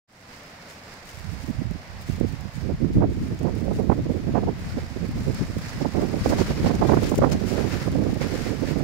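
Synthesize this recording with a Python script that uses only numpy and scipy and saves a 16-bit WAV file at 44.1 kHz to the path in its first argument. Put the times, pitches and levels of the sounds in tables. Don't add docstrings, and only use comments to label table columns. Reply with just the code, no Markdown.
import sys
import numpy as np
from scipy import signal
from scipy.fft import rfft, irfft, next_fast_len
from scipy.io import wavfile
from scipy.ndimage import uniform_filter1d, map_coordinates

SR = 44100
rng = np.random.default_rng(int(sys.argv[2]) if len(sys.argv) > 2 else 0)


def persist_wave(psi):
    counts = np.round(np.clip(psi, -1, 1) * 32767).astype(np.int16)
    wavfile.write(sys.argv[1], SR, np.atleast_2d(counts).T)


N = 389403
T = np.arange(N) / SR

# (frequency [Hz], relative level [dB])
TICK_SPECTRUM = [(500, -20), (2000, -7), (5000, -3), (8000, 1.5), (11000, -8.5), (15000, 2)]


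def wind(flow, facing, buffets, lulls, *, doubling_db, gust_db, steep, flutter, spike_db,
         splutter_db, thump_db, vent_hz):
    db = curves(flow)[0] + gust_db * np.tanh(2 * walk(22))
    db = db + sum(depth_db * swell(at, length) for at, depth_db, length in lulls)
    hz = np.maximum(curves(facing)[0] * 2 ** ((db + 20) / doubling_db), 69.95)
    spurt = np.clip(.75 * walk(130) + .65 * walk(55), -2.2, 2.2)
    power = (undb(db) * unit(undb(2.5 * spurt))) ** 2
    weighted_hz = power * hz * np.exp(flutter * (spurt - 2))
    spikes = unit(undb(spike_db * np.clip(walk(380), -2, 2))) ** 2
    for at, buffet_db, buffet_hz, length in buffets:
        push = undb(buffet_db) ** 2 * volley(spikes, at, length)
        surge = undb(buffet_db - 11) ** 2 * swell(at + .6 * length, 3 * length) * spikes
        power = power + push + surge
        weighted_hz = weighted_hz + (push + .65 * surge) * buffet_hz
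    hz = weighted_hz / power
    splutter = eddies(np.minimum(2 * hz, 700), steep) * undb(splutter_db) * np.minimum(hz / 400, 1)
    thump = eddies(hz / 3.4, steep) * undb(thump_db) * np.minimum(hz / 300, 1) ** 2
    pressure = (eddies(hz, steep) + splutter + thump) * np.sqrt(power)
    pressure = signal.sosfilt(signal.butter(1, vent_hz, "high", fs=SR, output="sos"), pressure)
    return signal.sosfilt(signal.butter(2, 30, "high", fs=SR, output="sos"), pressure)


def eddies(hz, steep):
    size, cells_per_eddy = 2 ** 18, 32
    rolloff = np.exp(-(np.fft.rfftfreq(size) * cells_per_eddy) ** steep / 2)
    field = unit(irfft(rfft(rng.standard_normal(size)) * rolloff))
    energy = uniform_filter1d(uniform_filter1d(field ** 2, size=64), size=64)
    field = unit(field / np.sqrt(energy + 0.091))
    position = np.cumsum(hz) * cells_per_eddy / SR
    return map_coordinates(field, [position], order=3, mode="wrap")


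def right_wind():
    # (time [s], pressure [dB])
    flow = [(0, -77), (1.02, -44.5), (1.22, -24.5), (1.5, -22.5), (1.76, -24), (1.79, -32.5), (2.04, -28.5),
            (2.15, -23), (2.5, -24.5), (2.85, -19.5), (3.2, -22), (3.65, -20), (4.48, -21.5), (4.55, -26.5),
            (5.3, -23.5), (5.7, -26), (6.05, -21), (6.55, -23), (6.95, -18.5), (7.8, -19.5), (8.3, -20.5),
            (8.83, -19.5)]
    # (time [s], eddy rate at -20 dB pressure [Hz])
    facing = [(1.5, 92.1), (2.501, 121.4), (3.5, 204.4), (5.501, 183.8), (5.999, 230.4), (7.5, 225.6),
              (8.83, 199.1)]
    # (time [s], pressure [dB], eddy rate [Hz], length [s])
    buffets = [(1.345, -26, 119.6, 0.056), (1.442, -25, 141, .012), (1.498, -17.5, 156, 0.023),
               (1.55, -20.5, 85.4, .014), (1.594, -18.5, 95, 0.024), (1.618, -16, 231, 0.0079),
               (1.68, -20, 81.2, 0.041), (1.713, -17, 160, 0.0078), (1.756, -19, 104.7, .014),
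               (2.096, -15.5, 150, 0.013), (2.148, -21, 200.2, 0.0054), (2.186, -23, 189, 0.015),
               (2.214, -11, 222, 0.0061), (2.237, -13.5, 174.8, 0.025), (2.305, -22, 152, 0.0048),
               (2.34, -22.5, 140.4, 0.018), (2.458, -20, 131.7, .012), (2.66, -21, 168.4, 0.051),
               (2.707, -15.5, 230, 0.025), (2.834, -14.5, 166, 0.044), (2.974, -8, 159, 0.024),
               (3.029, -13.5, 362, 0.036), (3.101, -24, 168.4, 0.045), (3.321, -20, 199.6, 0.023),
               (3.471, -17.5, 309.6, 0.053), (3.62, -21.5, 236.6, 0.023), (3.68, -20.5, 310, .028),
               (3.717, -18.5, 312.6, 0.015), (3.801, -18.5, 319.4, 0.024), (3.901, -8, 378.3, 0.0052),
               (3.921, -12.5, 421, .014), (3.989, -18.5, 192.3, 0.019), (4.062, -21, 279.9, .012),
               (4.104, -14.5, 240.5, 0.024), (4.281, -21, 259.9, 0.029), (4.356, -13.5, 405.3, .012),
               (4.379, -14.5, 397.6, 0.021), (4.433, -18, 323, 0.017), (4.484, -15, 328.7, 0.019),
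               (4.78, -19.5, 245.3, .016), (4.97, -21, 190.1, 0.016), (5.041, -19, 167.5, 0.03),
               (5.17, -20.5, 172, 0.024), (5.291, -15, 224.6, 0.03), (5.501, -23, 171, 0.02),
               (5.567, -16.5, 159.9, .016), (5.82, -17, 288, 0.018), (5.856, -15.5, 336, 0.015),
               (5.955, -17, 293.7, 0.019), (5.985, -13.5, 280, 0.017), (6.03, -17.5, 323, 0.039),
               (6.14, -19, 279.7, 0.019), (6.175, -21, 251, .02), (6.263, -11.5, 418.2, 0.0048),
               (6.305, -16.5, 331, 0.02), (6.328, -12, 390.7, 0.014), (6.39, -17, 341, 0.02),
               (6.408, -10.5, 200.8, 0.012), (6.418, -13, 379.2, 0.0079), (6.511, -13.5, 310.9, 0.0097),
               (6.605, -17, 190.4, 0.018), (6.647, -12, 327.4, 0.007), (6.668, -11.5, 337, 0.013),
               (6.706, -13.5, 366.4, 0.016), (6.75, -17, 289.8, 0.024), (6.828, -11.5, 437, .016),
               (6.85, -15.5, 383.5, .014), (6.895, -10, 370.7, 0.013), (6.922, -10, 439.2, 0.0082),
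               (6.938, -9, 407.8, .012), (6.973, -9, 361, 0.0084), (7.03, -14.5, 340, 0.013),
               (7.122, -12.5, 381.7, 0.0072), (7.142, -14.5, 336.2, 0.0054), (7.19, -12, 363.7, 0.00347),
               (7.223, -10, 499.8, 0.00799), (7.243, -8.5, 489, .012), (7.268, -16, 421.8, 0.016),
               (7.325, -16.5, 298, 0.013), (7.352, -14.5, 220.6, .018), (7.455, -21.5, 219, 0.036),
               (7.54, -20.5, 309.7, 0.046), (7.595, -18.5, 357.4, 0.03), (7.648, -17, 300, 0.011),
               (7.877, -17, 328, 0.012), (7.959, -16, 301.7, 0.012), (7.989, -16.5, 217.8, 0.013),
               (8.03, -20, 270.6, 0.027), (8.07, -18.5, 279.6, 0.014), (8.13, -18, 291, 0.0065),
               (8.168, -19.5, 260.1, .014), (8.216, -16, 340.8, 0.007), (8.335, -20, 259.7, 0.029),
               (8.511, -19, 230.8, 0.011), (8.66, -26, 169.7, 0.02), (8.713, -18.5, 325.3, .012),
               (8.77, -18, 249.5, 0.021), (8.805, -19, 299.3, 0.022)]
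    # (time [s], depth [dB], length [s])
    lulls = [(1.835, -9, 0.069), (2.51, -16, 0.045), (2.775, -8, 0.037), (3.38, -7, 0.027),
             (3.946, -5, .025), (4.04, -5.5, 0.032), (4.54, -7, 0.039), (4.715, -8, 0.032),
             (4.88, -8, 0.046), (5.125, -6.5, 0.038), (5.399, -7, 0.061), (5.615, -8, 0.045),
             (5.708, -4, 0.045), (5.91, -4, 0.032), (6.215, -10, 0.051), (6.454, -4.5, 0.031),
             (6.795, -5, 0.027), (7.17, -12.5, 0.031), (7.391, -4.5, 0.028), (8.19, -4, 0.018),
             (8.586, -3, 0.052)]
    return wind(flow, facing, buffets, lulls, doubling_db=11, gust_db=0.98, steep=1.378, flutter=.12,
                spike_db=2.0, splutter_db=-15.0, thump_db=-10.0, vent_hz=105)


def left_wind():
    # (time [s], pressure [dB])
    flow = [(0, -72), (1.4, -63), (1.6, -35), (2.45, -42), (2.95, -23.5), (3.5, -29), (3.8, -25),
            (4.25, -28), (5.15, -24.5), (5.95, -33), (6.35, -24), (7.3, -25.5), (7.7, -39.5), (7.95, -23.5),
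            (8.3, -33.5), (8.83, -40.5)]
    # (time [s], eddy rate at -20 dB pressure [Hz])
    facing = [(2, 100), (7, 120)]
    # (time [s], pressure [dB], eddy rate [Hz], length [s])
    buffets = [(2.155, -27.5, 70.25, 0.037), (2.261, -29.5, 75, 0.045), (2.739, -19, 110.6, 0.018),
               (2.981, -13, 155.9, 0.051), (3.078, -21, 118.7, 0.04), (3.216, -19, 121, 0.03),
               (3.326, -21, 109.6, 0.027), (3.762, -19, 109.5, 0.028), (4.02, -21, 110.1, 0.057),
               (4.326, -20, 130.2, 0.028), (4.457, -14, 110.5, .013), (4.661, -23, 100.9, 0.024),
               (5.139, -21, 99.6, 0.064), (5.414, -16, 139.8, 0.036), (5.58, -26.5, 84.6, 0.025),
               (5.757, -21.5, 80.8, 0.016), (5.823, -27, 89.65, 0.024), (6.011, -22, 90.5, 0.029),
               (6.217, -12, 110.8, 0.01595), (6.289, -20, 170.6, 0.049), (6.501, -20, 110.4, 0.032),
               (6.638, -12.5, 109, 0.023), (6.797, -14, 100.4, .024), (6.97, -11.5, 120, .015),
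               (7.19, -11.5, 140.4, 0.041), (7.353, -18.5, 129.3, 0.021), (8.109, -23.5, 99.6, 0.031)]
    # (time [s], depth [dB], length [s])
    lulls = [(2.419, -7.5, 0.14), (3.47, -7, 0.06), (4.919, -13.5, 0.078), (5.048, -10, 0.061),
             (5.497, -8, 0.047), (5.901, -11, 0.069), (6.08, -5.5, 0.055), (6.72, -7.5, 0.041),
             (7.481, -7.5, 0.098)]
    return wind(flow, facing, buffets, lulls, doubling_db=22, gust_db=2.0, steep=1.47, flutter=.10,
                spike_db=1.0, splutter_db=-9.0, thump_db=-12.5, vent_hz=111.0)


def vortex_knocks():
    # (time [s], peak suction [dB], width [s])
    vortices = [(2.097, -11.5, 0.0017), (2.213, -5.5, 0.00075), (2.968, -7, .0011), (3.898, -1.5, 0.0018),
                (6.261, -3, 0.00055), (6.895, -17, 0.00051), (7.189, -3, 0.0007), (7.219, -12, 0.00055),
                (7.241, -2, 0.00037)]
    out = np.zeros(N)
    for at, db, width in vortices:
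        near = np.abs(T - at) < 5 * width
        across = (T[near] - at) / width
        out[near] -= undb(db) * (1 - across ** 2) * np.exp(-across ** 2 / 2)
    return out


def tearing(pressure, onset_db=-10.5, gain_db=-14.5):
    # (frequency [Hz], relative level [dB])
    rasp_spectrum = [(300, -15), (900, 19), (2000, -22), (3000, -24), (6000, -30), (15000, -45)]
    excess = np.maximum(np.abs(pressure) - undb(onset_db), 0)
    return excess * undb(gain_db) * unit(colour(rng.standard_normal(N), rasp_spectrum))


def tarp():
    # (frequency [Hz], relative level [dB])
    swish_spectrum = [(100, 4.5), (300, -2), (500, 5), (950, -1), (1500, 0.5), (2200, 0.5), (3200, -3.5),
                      (5000, -4.5), (7300, -11.5), (10000, -19.5), (15000, -18)]
    # (frequency [Hz], relative level [dB])
    crinkle_spectrum = [(500, -32), (2000, 7), (5000, -1), (8000, 4.5), (11000, -6), (15000, -7)]
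    # (time [s], level [dB], left minus right [dB])
    rustle_level = [(0, -51.5, -6), (1.45, -48.5, -5.5), (1.65, -51, -2), (1.95, -51.5, -7),
                    (2.15, -53.5, -2), (2.6, -49, -5), (3.03, -57, 1), (3.25, -50.5, -1), (4.48, -51, 2.5),
                    (4.7, -46.5, -5), (5.1, -47.5, -3), (5.6, -42, -5), (5.9, -44, -2), (6.08, -43, 0),
                    (6.3, -39, 0.5), (6.62, -38.5, -0.5), (6.8, -42, 0), (6.9, -41.5, 4.5), (7.3, -43.5, 1),
                    (7.7, -40, 3), (7.92, -44, -0.5), (8.17, -44, 3), (8.27, -37, 1), (8.45, -39, -1),
                    (8.83, -45, 0)]
    # (time [s], level [dB], length [s], left minus right [dB], fold tone [Hz])
    flaps = [(5.381, -44, 0.063, -2, 4500), (5.53, -48.5, 0.056, 0, 2400), (5.657, -45.5, .06, -1, 2300),
             (5.755, -45.5, 0.091, -4, 1920), (6.255, -40.5, 0.039, -9, 5004),
             (6.333, -43, 0.038, -1, 1817), (6.41, -44, 0.034, 16, 5800), (6.506, -42, 0.05, -1, 2600),
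             (6.677, -34, 0.028, -3, 3578), (6.889, -42, 0.051, 9, 4507), (6.97, -43, 0.048, -4, 1884),
             (7.055, -39.5, 0.055, 7, 3484), (7.511, -42, 0.057, 1, 5000), (7.596, -39.5, 0.062, 2, 1709),
             (7.739, -36.5, 0.057, 0, 2180), (7.825, -39, 0.038, -1, 1697), (8.23, -35, 0.032, -2, 1999),
             (8.284, -48, 0.055, 1, 1892), (8.46, -43, 0.051, 0, 1907), (8.697, -40, 0.048, -1, 2388),
             (8.789, -50, 0.052, -4, 1894)]
    sliding = at_ports(creases(rate=2000, spread_db=2.5, ring_s=0.0075), alike_hz=1040)
    swish = unit(colour(sliding, swish_spectrum))
    crinkle = unit(colour(creases(rate=2100, spread_db=-0.5, ring_s=0.0025), crinkle_spectrum))
    crinkle *= undb(-17 + 2.2 * walk(11))
    ticks = unit(colour(creases(rate=84, spread_db=-2.5, ring_s=0.001), TICK_SPECTRUM))
    ticks *= undb(-15 + 4 * np.tanh(walk(9)))
    sheet = swish + crinkle + ticks
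    db, pan_db = curves(rustle_level)
    out = sheet * undb(db + walk(14)) * pan(pan_db)
    for at, flap_db, length, flap_pan_db, fold_hz in flaps:
        resonance = signal.lfilter(*signal.iirpeak(fold_hz, Q=1.3, fs=SR), sheet)
        fold = unit(sheet + undb(-2) * resonance)
        fold = np.roll(fold, rng.integers(N), axis=1)
        out = out + fold * undb(flap_db) * pan(flap_pan_db) * np.sqrt(swell(at, length))
    return out


def tarp_snaps():
    # (time [s], level [dB], length [s], left minus right [dB], stiffness [0-1])
    snaps = [(5.664, -43, 0.0073, 3, .3), (5.692, -40.5, 0.019, -3, 0.3), (5.828, -42, 0.015, -2, 0),
             (6.303, -34, 0.022, -4, 0.5), (6.402, -35, 0.034, 0, 0.15), (6.754, -39, 0.0078, 1, 0.65),
             (6.945, -39, 0.0042, 9.5, 0.59), (7.096, -35, 0.009, 6, 0.81), (7.113, -43, 0.0098, 3, 0.81),
             (7.154, -35, 0.0087, 3, .9), (7.169, -43, 0.0051, 2, 0.84), (7.183, -33.5, 0.0079, -1, 0.73),
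             (7.301, -38, 0.0028, 7, 0.44), (7.322, -31, 0.011, 4, .3), (7.334, -37, .012, 3, 0.08),
             (7.806, -42, 0.014, 0, 0.06), (8.221, -41, 0.013, -2, .3)]
    # (frequency [Hz], relative level [dB])
    soft_spectrum = [(150, -8), (500, 4), (1500, 12), (3000, 12), (6500, 9), (10000, -8.5), (15000, -9)]
    buckling = creases(rate=1800, spread_db=3.0, ring_s=0.0021)
    soft, stiff = unit(colour(buckling, soft_spectrum)), unit(colour(buckling, TICK_SPECTRUM))
    out = 0
    for at, db, length, pan_db, stiffness in snaps:
        fold = (1 - stiffness) * soft + stiffness * stiff
        out = out + undb(db) * pan(pan_db) * np.sqrt(swell(at, length)) * fold
    return out


def steps(attack_s=0.026):
    # (time [s], level [dB], decay [s])
    footfalls = [(.7, -47.5, 0.051), (1.087, -44.5, 0.16), (1.32, -53, .06), (1.42, -49, 0.089),
                 (2.022, -49, 0.032), (2.085, -44, 0.057), (2.121, -46, 0.048), (2.283, -50, 0.064),
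                 (2.557, -47.5, 0.053), (2.939, -51, 0.045), (3.128, -53, 0.092), (3.216, -51.5, .15),
                 (3.577, -50.5, 0.13), (3.748, -46.5, 0.083), (3.931, -53, 0.047), (4.122, -53, 0.092),
                 (4.603, -54, .14), (5.202, -49, .22), (5.573, -49, 0.14), (6.272, -43, 0.083),
                 (7.036, -38.5, 0.052), (7.48, -41.5, 0.14)]
    # (frequency [Hz], relative level [dB])
    crunch_spectrum = [(500, -28), (2000, 11.5), (5000, 5.5), (8000, 4), (11000, -4.5), (15000, 1)]
    power = np.zeros(N)
    for at, db, decay_s in footfalls:
        rise = np.clip(1 + (T - at) / attack_s, 0, 1)
        power += undb(db) ** 2 * rise * np.exp(-2 * np.maximum(T - at, 0) / decay_s)
    crunch = creases(rate=1000, spread_db=2.0, ring_s=0.0018)
    return np.sqrt(power) * unit(colour(crunch, crunch_spectrum))


def leaf_cracks(ring_s=0.0023, pan_db=-1.0):
    # (time [s], level [dB])
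    breaks = [(.939, -42), (1.056, -42), (1.335, -44), (1.436, -45), (1.463, -41), (1.476, -40),
              (1.493, -42), (1.505, -41), (1.71, -41), (2.013, -37.5), (2.02, -40), (2.084, -43),
              (2.12, -44.5), (2.199, -35.5), (2.288, -39.5), (2.324, -41.5), (2.408, -39), (3.101, -44),
              (3.257, -47), (3.346, -44), (3.391, -37), (3.431, -39), (3.552, -39), (3.745, -53),
              (3.763, -44), (4.173, -49), (4.594, -42.5), (5.184, -42), (5.346, -34), (5.585, -36),
              (7.918, -37), (8.142, -38)]
    power = np.zeros(N)
    for at, db in breaks:
        power[int(at * SR)] = undb(db) ** 2
    power = signal.lfilter([1], [1, -np.exp(-2 / (ring_s * SR))], power + 1e-18)
    return np.sqrt(power) * unit(colour(rng.standard_normal((2, N)), TICK_SPECTRUM)) * pan(pan_db)


def trees(level_db=-48.5, pan_db=-1.7):
    # (frequency [Hz], relative level [dB])
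    foliage_spectrum = [(30, -13), (86, 4.5), (180, 4.5), (260, 3.5), (380, -6.5), (680, 0), (1000, -4.5),
                        (1400, -6.5), (2000, -3.5), (3300, -8.5), (5000, -13), (7300, -21), (10000, -32),
                        (15000, -24)]
    hiss = unit(colour(at_ports(rng.standard_normal((2, N)), alike_hz=720), foliage_spectrum))
    return hiss * undb(level_db + walk(3.21)) * pan(pan_db)


def creases(rate, spread_db, ring_s):
    buckles = rng.random(N) < rate / SR
    power = buckles * undb(spread_db * np.minimum(rng.exponential(size=N), 5)) ** 2
    power = signal.lfilter([1], [1, -np.exp(-2 / (ring_s * SR))], power + 1e-12)
    return unit(np.sqrt(power) * rng.standard_normal((2, N)))


def swell(at, length):
    bell = np.zeros(N)
    near = slice(*np.searchsorted(T, [at - length, at + length]))
    bell[near] = np.maximum(1 - ((T[near] - at) / length) ** 2, 0) ** 2.4
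    return bell


def volley(spikes, at, length):
    bell = swell(at, length)
    return bell * spikes * np.sum(bell) / (np.dot(bell, spikes) + 1e-12)


def walk(rate):
    points = rng.standard_normal(8192)
    return 1.4 * map_coordinates(points, [T * rate + 2], order=3, prefilter=False, mode="wrap")


def at_ports(pair, alike_hz):
    side = signal.sosfilt(signal.butter(2, alike_hz, "high", fs=SR, output="sos"), pair[1])
    mid = pair[0] + 0.12 * signal.sosfiltfilt(signal.butter(1, alike_hz, fs=SR, output="sos"), pair[0])
    return np.array([mid + side, mid - side]) / np.sqrt(2)


def pan(db):
    return undb(db * np.array([[1], [-1]]) / 2)


def colour(x, points):
    hz, db = np.transpose(points)
    size = next_fast_len(N + 4096)
    f = np.maximum(np.fft.rfftfreq(size, 1 / SR), 1)
    return irfft(rfft(x, size) * undb(np.interp(np.log(f), np.log(hz), db)), size)[..., :N]


def curves(table):
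    times, *columns = np.transpose(table)
    return [np.interp(T, times, column) for column in columns]


def undb(db):
    return 10 ** (np.asarray(db) / 20)


def unit(x):
    return x / np.sqrt(np.mean(x ** 2))


def scene():
    # (frequency [Hz], gain [dB])
    left_duct = [(1000, 4), (2200, -0.5), (5000, -0.5), (7300, 2.5), (8000, -6), (9000, 2), (12000, 0.5),
                 (15000, -3.5)]
    right_duct = [(1200, 2), (2150, 1.5), (3300, -7), (5000, 3), (6300, -2), (7500, 0), (10000, -0.5),
                  (12000, -3.5), (15000, -5)]
    airborne = trees() + tarp() + tarp_snaps() + steps() + leaf_cracks()
    left = left_wind()
    right = right_wind() + vortex_knocks()
    return np.array([colour(airborne[0], left_duct) + left,
                     colour(airborne[1], right_duct) + right + tearing(right)])


def record(dry):
    fade_in = np.interp(T, [.075, .1, .2, .33], [0, .23, .5, 1])
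    rounded = dry / (1 + (dry / .9) ** 4) ** (1 / 4)
    top_cut = signal.ellip(12, .1, 100, 15700, fs=SR, output="sos")
    return signal.sosfilt(top_cut, rounded * fade_in)


dry = scene()
out = record(dry)
persist_wave(out)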